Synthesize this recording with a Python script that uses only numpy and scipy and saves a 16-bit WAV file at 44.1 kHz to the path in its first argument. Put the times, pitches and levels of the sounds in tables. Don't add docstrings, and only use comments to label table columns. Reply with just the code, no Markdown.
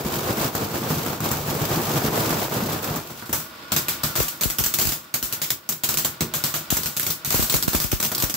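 import sys
import numpy as np
from scipy import signal
from scipy.fft import rfft, irfft, next_fast_len
from scipy.io import wavfile

SR = 44100
rng = np.random.default_rng(int(sys.argv[2]) if len(sys.argv) > 2 else 0)


def pcm_store(signal):
    levels = np.round(np.clip(np.atleast_2d(signal), -1, 1) * 32767)
    wavfile.write(sys.argv[1], SR, levels.astype(np.int16).T)


def amplitude_ratio(level_db):
    exponent = np.asarray(level_db, float) / 20
    return 10 ** exponent


N = 368676
T = np.arange(N) / SR

# time_s, level_db
BURN = [
    (0, -21.5),
    (.45, -24),
    (1.05, -25.5),
    (1.6, -25),
    (2.2, -19.5),
    (2.6, -24.5),
    (2.98, -25.5),
    (3.04, -38.5),
    (3.25, -42),
]
# turning_point_s, change_db, lead_in_s
SURGES = [(0.038, -11.5, 0.046), (.09, -7, 0.021), (.22, -3.5, 0.11), (.31, 2, 0.044), (.35, -3, 0.035),
          (.44, 4, 0.087), (.52, -8, 0.034), (.71, -3.5, 0.13), (.75, 3, 0.018), (.8, -3, 0.047),
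          (.91, 1, 0.033), (1.19, -9, 0.045), (1.26, 5, 0.018), (1.45, -3, 0.12), (1.51, 3.5, 0.067),
          (1.55, -2, 0.049), (1.63, 3, 0.036), (1.68, -0.5, 0.031), (1.729, 5, 0.051), (1.97, 3, 0.02),
          (2.0, -2.5, .03), (2.1, -7, 0.022), (2.21, 0, 0.033), (2.491, -6, 0.036), (2.7, -2, 0.091),
          (2.73, 2.5, 0.047), (2.81, -4.5, 0.048)]
# start_s, peak_db
TICKS = [(5.7235, -12), (5.726, -12), (5.8401, -7), (6.7057, -14), (7.3097, -13), (7.4448, -11),
         (8.0038, -10), (8.1516, -9), (8.3056, -13), (3.56, -28), (3.606, -38), (5.05, -36), (3.51, -36)]
# start_s, crack_peak_db, echo_decay_s, boom_relative_db
POPS = [(0.048, -14.5, 0.12, -1.5), (0.103, -28, 0.11, -7), (0.156, -11.5, 0.13, -9),
        (0.381, -10, 0.21, -24), (0.413, -5, 0.1, -26), (0.55, -3.5, 0.095, -14), (0.61, -21, 0.12, 2.5),
        (0.742, -19, 0.12, -4), (0.814, -17, 0.16, -5), (0.903, -9, 0.3, -3.5), (1.025, -25, 0.1, -23),
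        (1.062, -9, 0.12, -10), (1.204, -12, 0.12, -7), (1.314, -3, 0.22, -12), (1.481, -15, 0.13, -2.5),
        (1.55, -9, 0.13, -8.5), (1.614, -15.5, 0.12, 0), (1.767, -14.5, 0.13, -1), (1.942, -18.5, 0.12, 3),
        (2.042, -14, 0.11, 0), (2.121, -28, 0.12, -5), (2.165, -10, 0.14, -19), (2.305, -7.5, 0.19, -8),
        (2.521, -9.5, 0.18, -12), (2.56, -8, 0.081, -14), (2.623, -16, 0.12, -0.5),
        (2.728, -18, 0.12, -3.5), (2.842, -8.5, 0.16, -28), (2.96, -8.5, 0.17, -18),
        (3.104, -16.5, 0.088, -11.5)]
# start_s, crack_peak_db, echo_decay_s, weight_db (share of body and boom), dullness_db
STARS = [(3.3286, -4, 0.33, -14.5, -1.5), (3.7195, 0.5, 0.18, -17, 2.5), (3.7638, 0, 0.25, -17.5, 1),
         (3.8838, -2, 0.3, -21.5, 2), (4.0343, -3, 0.34, -17, 1), (4.155, -3, 0.41, -17, 0.5),
         (4.41, -6, 0.56, -18, -0.5), (4.5853, -2.5, 0.27, -18.5, -1), (4.7397, -2, 0.18, -23.5, 0),
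         (4.7871, -2.5, 0.27, -18.5, .3), (5.1409, -3, 0.22, -19.5, 0), (5.2273, -7, 0.31, -21, -1),
         (5.3255, -5.5, 0.21, -22, -0.5), (5.4168, -3, 0.3, -25, 1.8), (5.5043, -2.5, 0.18, -23, .3),
         (5.6903, -4, 0.19, -23, -1), (5.8356, -0.5, 0.2, -22, 1), (6.0474, -3, 0.23, -16, -0.2),
         (6.3385, -4, 0.31, -18.5, .3), (6.439, -3, 0.35, -18, 0.5), (6.5405, -5, 0.29, -16.5, 1),
         (6.7033, -4, 0.62, -20, 0), (6.9667, -6, 0.2, -21, -1.5), (7.2478, -8, 0.64, -20.5, 0.5),
         (7.4977, -2.5, 0.2, -21, 1.5), (7.6257, -4, .17, -21, 0), (7.916, -5, 0.28, -19, 1.5),
         (8.0010, -8, .25, -16, 0), (8.1175, -9.5, 0.19, -11.5, -1)]
# start_s, crack_peak_db, echo_decay_s, weight_db
FOLLOWERS = [(4.1736, -15, 0.79, -12), (4.2824, -10, 0.26, -38), (4.4348, -1.5, 0.12, -22),
             (4.5008, -6.5, 0.17, -22.5), (4.6386, -5.5, 0.36, -21.5), (4.8538, -8.5, 0.33, -28),
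             (5.7232, -12.5, 0.25, -16.5), (5.8896, -4, 0.33, -18), (5.9415, -4.5, 0.077, -21.5),
             (5.973, -5.5, 0.27, -27), (5.9854, -5, 0.25, -21), (6.769, -3.5, 0.12, -16),
             (6.8337, -11.5, 0.26, -20), (6.859, -7.5, 0.28, -19.5), (6.9964, -5.5, 0.28, -22),
             (7.0652, -5.5, 0.24, -17.5), (7.1036, -4.5, 0.22, -25), (7.305, -6, 0.32, -15),
             (7.3421, -3, 0.6, -17.5), (7.5216, -4.5, 0.32, -21), (7.5411, -2, 0.22, -17),
             (7.6785, -8, 0.53, -18), (7.7322, -6.5, .28, -14), (7.8007, -6, 0.36, -19),
             (8.027, -4, 0.26, -17.5), (8.1486, -5.5, 0.12, -32), (8.223, -4.5, 0.23, -17.5),
             (8.297, -7, 0.16, -22), (8.3409, -7.5, 0.19, -18)]
# start_s, crack_peak_db
SNAPS = [(3.257, -21.5), (3.3988, -18), (4.2009, -5), (4.2205, -9.5), (4.6614, -7.5), (4.799, -9),
         (4.814, -3), (4.8704, -8.5), (4.8895, -7.5), (4.9207, -7.5), (4.945, -27), (5.0435, -37),
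         (5.2558, -19), (6.562, -13), (7.03, -10.5), (7.3241, -8.5), (7.3612, -24), (7.4007, -6),
         (7.4242, -4), (7.443, -25), (7.563, -8), (7.7502, -4.5), (7.8184, -12), (7.8408, -10.5),
         (7.928, -24), (8.0492, -6), (8.179, -9), (8.201, -8), (8.239, -10)]
# start_s, crack_peak_db, echo_decay_s, boom_relative_db, body_relative_db,
# dullness_db (if any)
PUFFS = [
    (3.223, -33, 0.21, -1, 7),
    (3.2933, -22, 0.25, -4.5, -7),
    (6.207, -3, 0.2, -19.5, -15, 2.5),
    (6.217, -16, 0.13, -11.5, -13),
    (6.349, -19, 0.16, -23, -8),
]
# start_s, push_db, length_ms
AIR_PUSHES = [
    (7.1, -28, 1.7),
    (6.221, -17.5, 1.77),
    (4.04, -27, 3.1),
    (3.3, -32, 1.8),
    (3.768, -29, 1.6),
              (.05, -19.5, 1.5), (0.124, -28, 1.6), (.162, -29, 1.4), (0.245, -27, 2.1), (.305, -26, 2.8),
         (0.406, -26, 2.5), (.45, -25, 2.2), (.55, -28, 2), (.742, -28, 2), (.97, -23, 1.6),
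         (1.065, -26, 1.8), (1.228, -29, 2.2), (1.328, -28, 1.1), (1.402, -26, 2.4), (1.431, -28, 2),
         (1.508, -27, 2.2), (1.615, -22, 2), (1.711, -24, 2.1), (2.082, -24, 2), (2.2, -22, 2),
         (2.2605, -23, 1.4), (2.2698, -22, 1.6), (2.3094, -19, 1.6), (2.347, -30, 2), (2.566, -24, 2),
         (2.628, -24, 2), (2.907, -22, 2), (2.965, -30, 2), (3.381, -36, 2.2), (4.067, -30, 1.9),
         (4.1, -34, 1.8), (4.593, -28, 2), (5.952, -35, 2), (5.978, -37, 1.8), (6.2105, -21, 1.4),
         (6.364, -32, 2), (6.493, -39, 2), (6.857, -32, 2), (7, -35, 1.8), (7.275, -29, 2.3),
         (7.643, -31, 2), (8.048, -34, 2)]
# time_s, level_db
JET = [(2.97, -44.5), (3.64, -37.5), (3.9, -34), (4.47, -41), (4.85, -39.5), (5.15, -46), (5.33, -38),
       (5.53, -44.5), (5.79, -51), (5.92, -36), (6.2, -42.5), (6.41, -37), (7.07, -41.5), (7.3, -41.5),
       (7.43, -40), (8.04, -46), (8.18, -35), (8.36, -40.5)]
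# start_s, pressure_db, length_ms, direction (push 1 or pull -1)
LEFT_GUSTS = [(4.184, -16, 3.4, 1), (4.192, -15, 2.8, 1), (4.2038, -6, 1.06, -1), (4.2056, -6, 1.2, -1),
              (4.4572, -7, 3.9, 1), (4.607, -11.5, 2.7, -1), (4.8537, -13, 3.4, -1), (5.2278, -28, 3.3, 1),
              (6.7239, -12, 2.4, -1), (6.7259, -5.5, 2.3, 1), (7.3429, -8.5, 0.81, -1),
              (7.3449, -5.5, 1.4, -1), (7.3517, -21, 3, -1), (7.395, -6.5, 2.4, 1),
              (7.4236, -11.5, 3.8, -1), (7.541, -11.5, 1.7, -1), (7.5447, -12, 2.5, 1),
              (7.5523, -9, 3.1, 1), (7.6815, -8.5, 1, 1), (7.748, -4, 1.2, -1), (7.7512, -12, 1.6, -1),
              (7.846, -10.5, 3.7, 1), (7.9298, -11, 2.2, -1), (7.934, -7.5, 3.6, 1), (8.2365, -6, 2.6, -1)]
# start_s, pressure_db, length_ms, direction (push 1 or pull -1)
RIGHT_GUSTS = [(4.1943, -13, 3.5, 1), (4.2036, -14, 1.1, -1), (4.206, -16, 1.1, -1), (4.609, -19, 2.8, -1),
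               (4.6628, -20, 4.4, 1), (4.873, -11, 4, -1), (5.231, -19, 4, 1), (6.7261, -21, 2, 1),
               (7.345, -10.5, 2, -1), (7.358, -14, 4.5, 1), (7.394, -13, 2.5, -1), (7.402, -14, 2.5, -1),
               (7.5402, -13, 1.6, 1), (7.543, -11, 3.5, -1), (7.679, -14, 1.5, 1), (7.6814, -1, 1.3, -1),
               (7.7486, -11, 1.3, -1), (7.754, -10, 4.4, 1), (7.9298, -13, 1.1, -1), (7.932, -6.5, 3.1, -1)]

# pitch_hz, level_db
ROAR = [(25, -28), (50, -26.5), (100, -5), (200, -3), (400, -2.5), (800, -7), (1200, -9), (1600, -14),
        (2200, -21), (6000, -35.5)]
# pitch_hz, level_db
SIZZLE = [(300, -0.5), (1200, -50), (2200, -5.5), (4500, -5.5), (8000, -7.5), (16000, -2)]
# pitch_hz, level_db
CRACK = [(600, -45.5), (1500, -14.5), (2200, -9.5), (4000, -7.5), (8000, -4.5), (16000, -0.5)]
# pitch_hz, level_db
BODY = [(300, -25.5), (600, -3.5), (800, -5.5), (1100, -3.5), (1450, -3), (1900, -10), (3500, -26.5)]
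# pitch_hz, level_db
BOOM = [(30, -22.5), (80, -4), (150, -0.5), (300, 2), (450, -4), (750, -19), (2000, -27)]
# pitch_hz, level_db
HISS = [(25, -42), (70, -2), (150, -1), (700, -3.5), (1500, 0.5), (1800, -5), (3800, -8.5), (5400, -10),
        (6000, -18.5), (16000, -16)]
# pitch_hz, level_db, ring_time_s (to fall 60 dB)
PORCH = [(118, -30, 0.14), (160, 8, 0.11), (233.3, 3, 0.065), (276, -10, 0.15), (363.2, -1.5, 0.34),
         (480, -7, 0.029)]
# pitch_hz, level_db, ring_time_s (to fall 60 dB)
TUBE = [(345, -6, .15), (657, -10, 0.1), (1170, -9, 0.1), (1460, -5, 0.16), (1990, -17, .12),
        (3760, -10, 0.1), (4250, -18, .06), (5000, -19, .1)]
# pitch_hz, likeness (0 to 1)
ALIKE = [(60, 0.93), (250, 0.96), (700, 0.59), (1500, 0.11), (3500, 0.29), (7000, 0), (12000, 0.02)]
# pitch_hz, level_db
PHONE = [(20, -35), (45, -2), (7800, 2), (9600, -7.5), (11000, -2), (12600, 0.5), (15000, 1.5)]
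# pitch_hz, left_minus_right_db
PORTS = [(60, .5), (380, .5), (700, 0), (1290, -3), (2380, .8), (4400, -.3), (8000, 1.5), (15000, 2.3)]


def along(points, hz):
    at, value = np.transpose(points)
    return np.interp(np.log(hz + 1), np.log(at), value)


def colour(x, points, size=4096, unit=True):
    gain = amplitude_ratio(along(points, np.arange(size // 2 + 1) * SR / size))
    cepstrum = irfft(np.log(gain))
    cepstrum[1:size // 2] *= 2
    cepstrum[size // 2 + 1:] = 0
    taps = irfft(np.exp(rfft(cepstrum)))
    if unit:
        taps /= np.sqrt(np.sum(taps ** 2))
    return signal.oaconvolve(np.atleast_2d(x), taps[None], axes=1)[:, :N]


def ring(x, modes, ring_db):
    notes = 0
    for hz, db, t60 in modes:
        r = np.exp(-np.log(1000) / (t60 * SR))
        turn = 2 * np.pi * hz / SR
        note = signal.lfilter([0, r * np.sin(turn)], [1, -2 * r * np.cos(turn), r * r], x)
        notes = notes + amplitude_ratio(db) * np.sqrt(1 - r) * note
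    return x + amplitude_ratio(ring_db) * notes


def grains(rate, spread_db, smear_s):
    clicks = rng.random(N) < rate / SR
    size = clicks * amplitude_ratio(spread_db * np.minimum(rng.exponential(size=N), 4))
    power = signal.lfilter([1], [1, -np.exp(-1 / (smear_s * SR))], size ** 2)
    return rng.standard_normal((3, N)) * np.sqrt(power / power.mean())


def spray():
    recover_s = 0.044
    burn_db = np.interp(T, *np.transpose(BURN))
    for s, db, lead_s in SURGES:
        burn_db = burn_db + np.interp(T, [s - max(lead_s, .01), s, s + recover_s], [0, db, 0])
    sizzle_db = burn_db + np.interp(T, [2.98, 3.06], [-12, -6.5])
    burning = np.interp(T, [3.2, 3.3], [1, 0])
    pops = 0.7 * grains(200, 2.6, 0.004) + 0.8 * rng.standard_normal((3, N))
    ticks = .5 * grains(400, 4.1, 0.0027) + 0.36 * grains(60, 3, 0.0069)
    ticks = ticks + 0.58 * rng.standard_normal((3, N))
    roar = amplitude_ratio(burn_db - 3.5) * ring(colour(pops, ROAR), PORCH, -28.5)
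    sizzle = amplitude_ratio(sizzle_db + 9.0) * colour(ticks, SIZZLE)
    return burning * (roar + sizzle)


def embers():
    decay_s = 0.0012
    fizz = amplitude_ratio(-55) * grains(900, 2.5, .003)
    fade = np.exp(-np.arange(400) / (decay_s * SR)) / 2
    for s, db in TICKS:
        at = int(s * SR)
        fizz[:, at:at + len(fade)] += amplitude_ratio(db) * fade * rng.standard_normal((3, len(fade)))
    return colour(fizz, CRACK)


def bursts(table, crest_db=13, boom_db=-4, body_db=-10, first_db=5, first_s=0.0028, blur_s=.03, sparse=.03,
           boom_s=0.044, shock_db=10):
    out = np.zeros((3, 3, N + SR))
    t = np.arange(int(.4 * SR)) / SR
    dense = np.clip(sparse + (t / blur_s) ** 2, 1e-3, 1)
    swell = np.exp(-t / boom_s) * (1 - 1.17 * np.exp(-t / 0.0008))
    for row in table:
        missing = [-22, 0][len(row) - 4:]
        s, db, t60, boom_rel_db, body_rel_db, dull_db = [*row, *missing]
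        echoes, wash, push = rng.standard_normal((3, 3, len(t)))
        echoes *= (rng.random(echoes.shape) < dense) / np.sqrt(dense)
        clumps = rng.standard_normal(len(t) // 32 + 1).repeat(32)[:len(t)]
        echoes *= amplitude_ratio(3.5 * clumps * np.exp(-t / 0.012))
        echoes[:, 0] = amplitude_ratio(shock_db)
        bounce = .5 * (.25 + .75 * np.exp(-t / .012))
        echoes += bounce * np.roll(echoes, rng.integers(4, 40), axis=1)
        dull = np.tanh(dull_db / 8)
        echoes = (echoes + dull * np.roll(echoes, 2, axis=1)) / np.hypot(1, dull)
        push[:, :40] += 1.1
        fall = amplitude_ratio(db + first_db * np.exp(-t / first_s) - 60 * t / max(t60, .03))
        crack = amplitude_ratio(-crest_db) * fall * echoes
        body = amplitude_ratio(body_rel_db + body_db) * fall * wash
        blast = amplitude_ratio(db + boom_rel_db + boom_db) * swell * push
        at = int(s * SR)
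        out[:, :, at:at + len(t)] += [crack, body, blast]
    return out[..., :N]


def crackle():
    snaps = [(s, db, 0.26, -19.5) for s, db in SNAPS]
    stars = []
    for s, db, t60, weight_db, *dull in STARS + FOLLOWERS + snaps:
        stars.append((s, db, t60, weight_db - 7, weight_db, *dull))
    large = bursts(stars + PUFFS)
    small = bursts(POPS, crest_db=20.5, boom_db=-8.5, body_db=-2.5, shock_db=-1)
    crack, body, blast = large + small
    return colour(crack, CRACK) + colour(body, BODY) + ring(colour(blast, BOOM), PORCH, -24.5)


def thuds():
    push = np.zeros((3, N))
    for s, db, ms in AIR_PUSHES:
        puff = np.hanning(int(ms * SR / 1000))
        at = int(s * SR)
        push[0, at:at + len(puff)] += amplitude_ratio(db) * puff
    return ring(push, PORCH, -10.5)


def jet():
    gas = 0.4 * rng.standard_normal((3, N)) + 0.33 * grains(180, 0.71, 0.0068)
    level_db = np.interp(T, *np.transpose(JET)) + 3
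    return amplitude_ratio(level_db) * ring(colour(gas, HISS), TUBE, -8)


def gusts(low_cut_hz=40):
    rise, fall = 0.14, 0.59
    swirls = (0, 1, 1), (0.78, 2.7, -amplitude_ratio(-17))
    ports = np.zeros((2, N))
    for port, table in zip(ports, (LEFT_GUSTS, RIGHT_GUSTS)):
        for s, db, ms, push in table:
            for lag, stretch, gain in swirls:
                u = np.arange(0, 4, 1000 / (stretch * ms * SR))
                slug = 2 * (1 - np.exp(-u / rise)) * np.exp(-u / fall)
                at = int((s + lag * ms / 1000) * SR)
                port[at:at + len(slug)] += np.sign(push) * amplitude_ratio(db) * gain * slug
    return signal.sosfilt(signal.butter(4, low_cut_hz, "high", fs=SR, output="sos"), ports)


def stereo(three):
    size = next_fast_len(N)
    alike = np.clip(along(ALIKE, np.arange(size // 2 + 1) * SR / size), 0, 1)
    shared, *own = rfft(three, size)
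    return irfft(np.sqrt(alike) * shared + np.sqrt(1 - alike) * np.array(own), size)[:, :N]


def scene():
    fountain = spray() + embers() + crackle() + thuds() + jet()
    return stereo(fountain) + gusts()


def band_limit(x):
    return signal.sosfilt(signal.butter(12, 16970, fs=SR, output="sos"), x)


def record(dry):
    hz = np.geomspace(20, 20000, 60)
    heard = []
    for channel, side in zip(dry, (1, -1)):
        response_db = along(PHONE, hz) + side * along(PORTS, hz) / 2
        heard.append(colour(channel, list(zip(hz, response_db)), unit=False))
    overloaded = np.tanh(np.vstack(heard) * 1.1) / 1.1
    top_cut = signal.ellip(16, .3, 60, 15720, fs=SR, output="sos")
    mix = signal.sosfilt(top_cut, overloaded)
    return band_limit(mix)


dry = scene()
out = record(dry)
pcm_store(out)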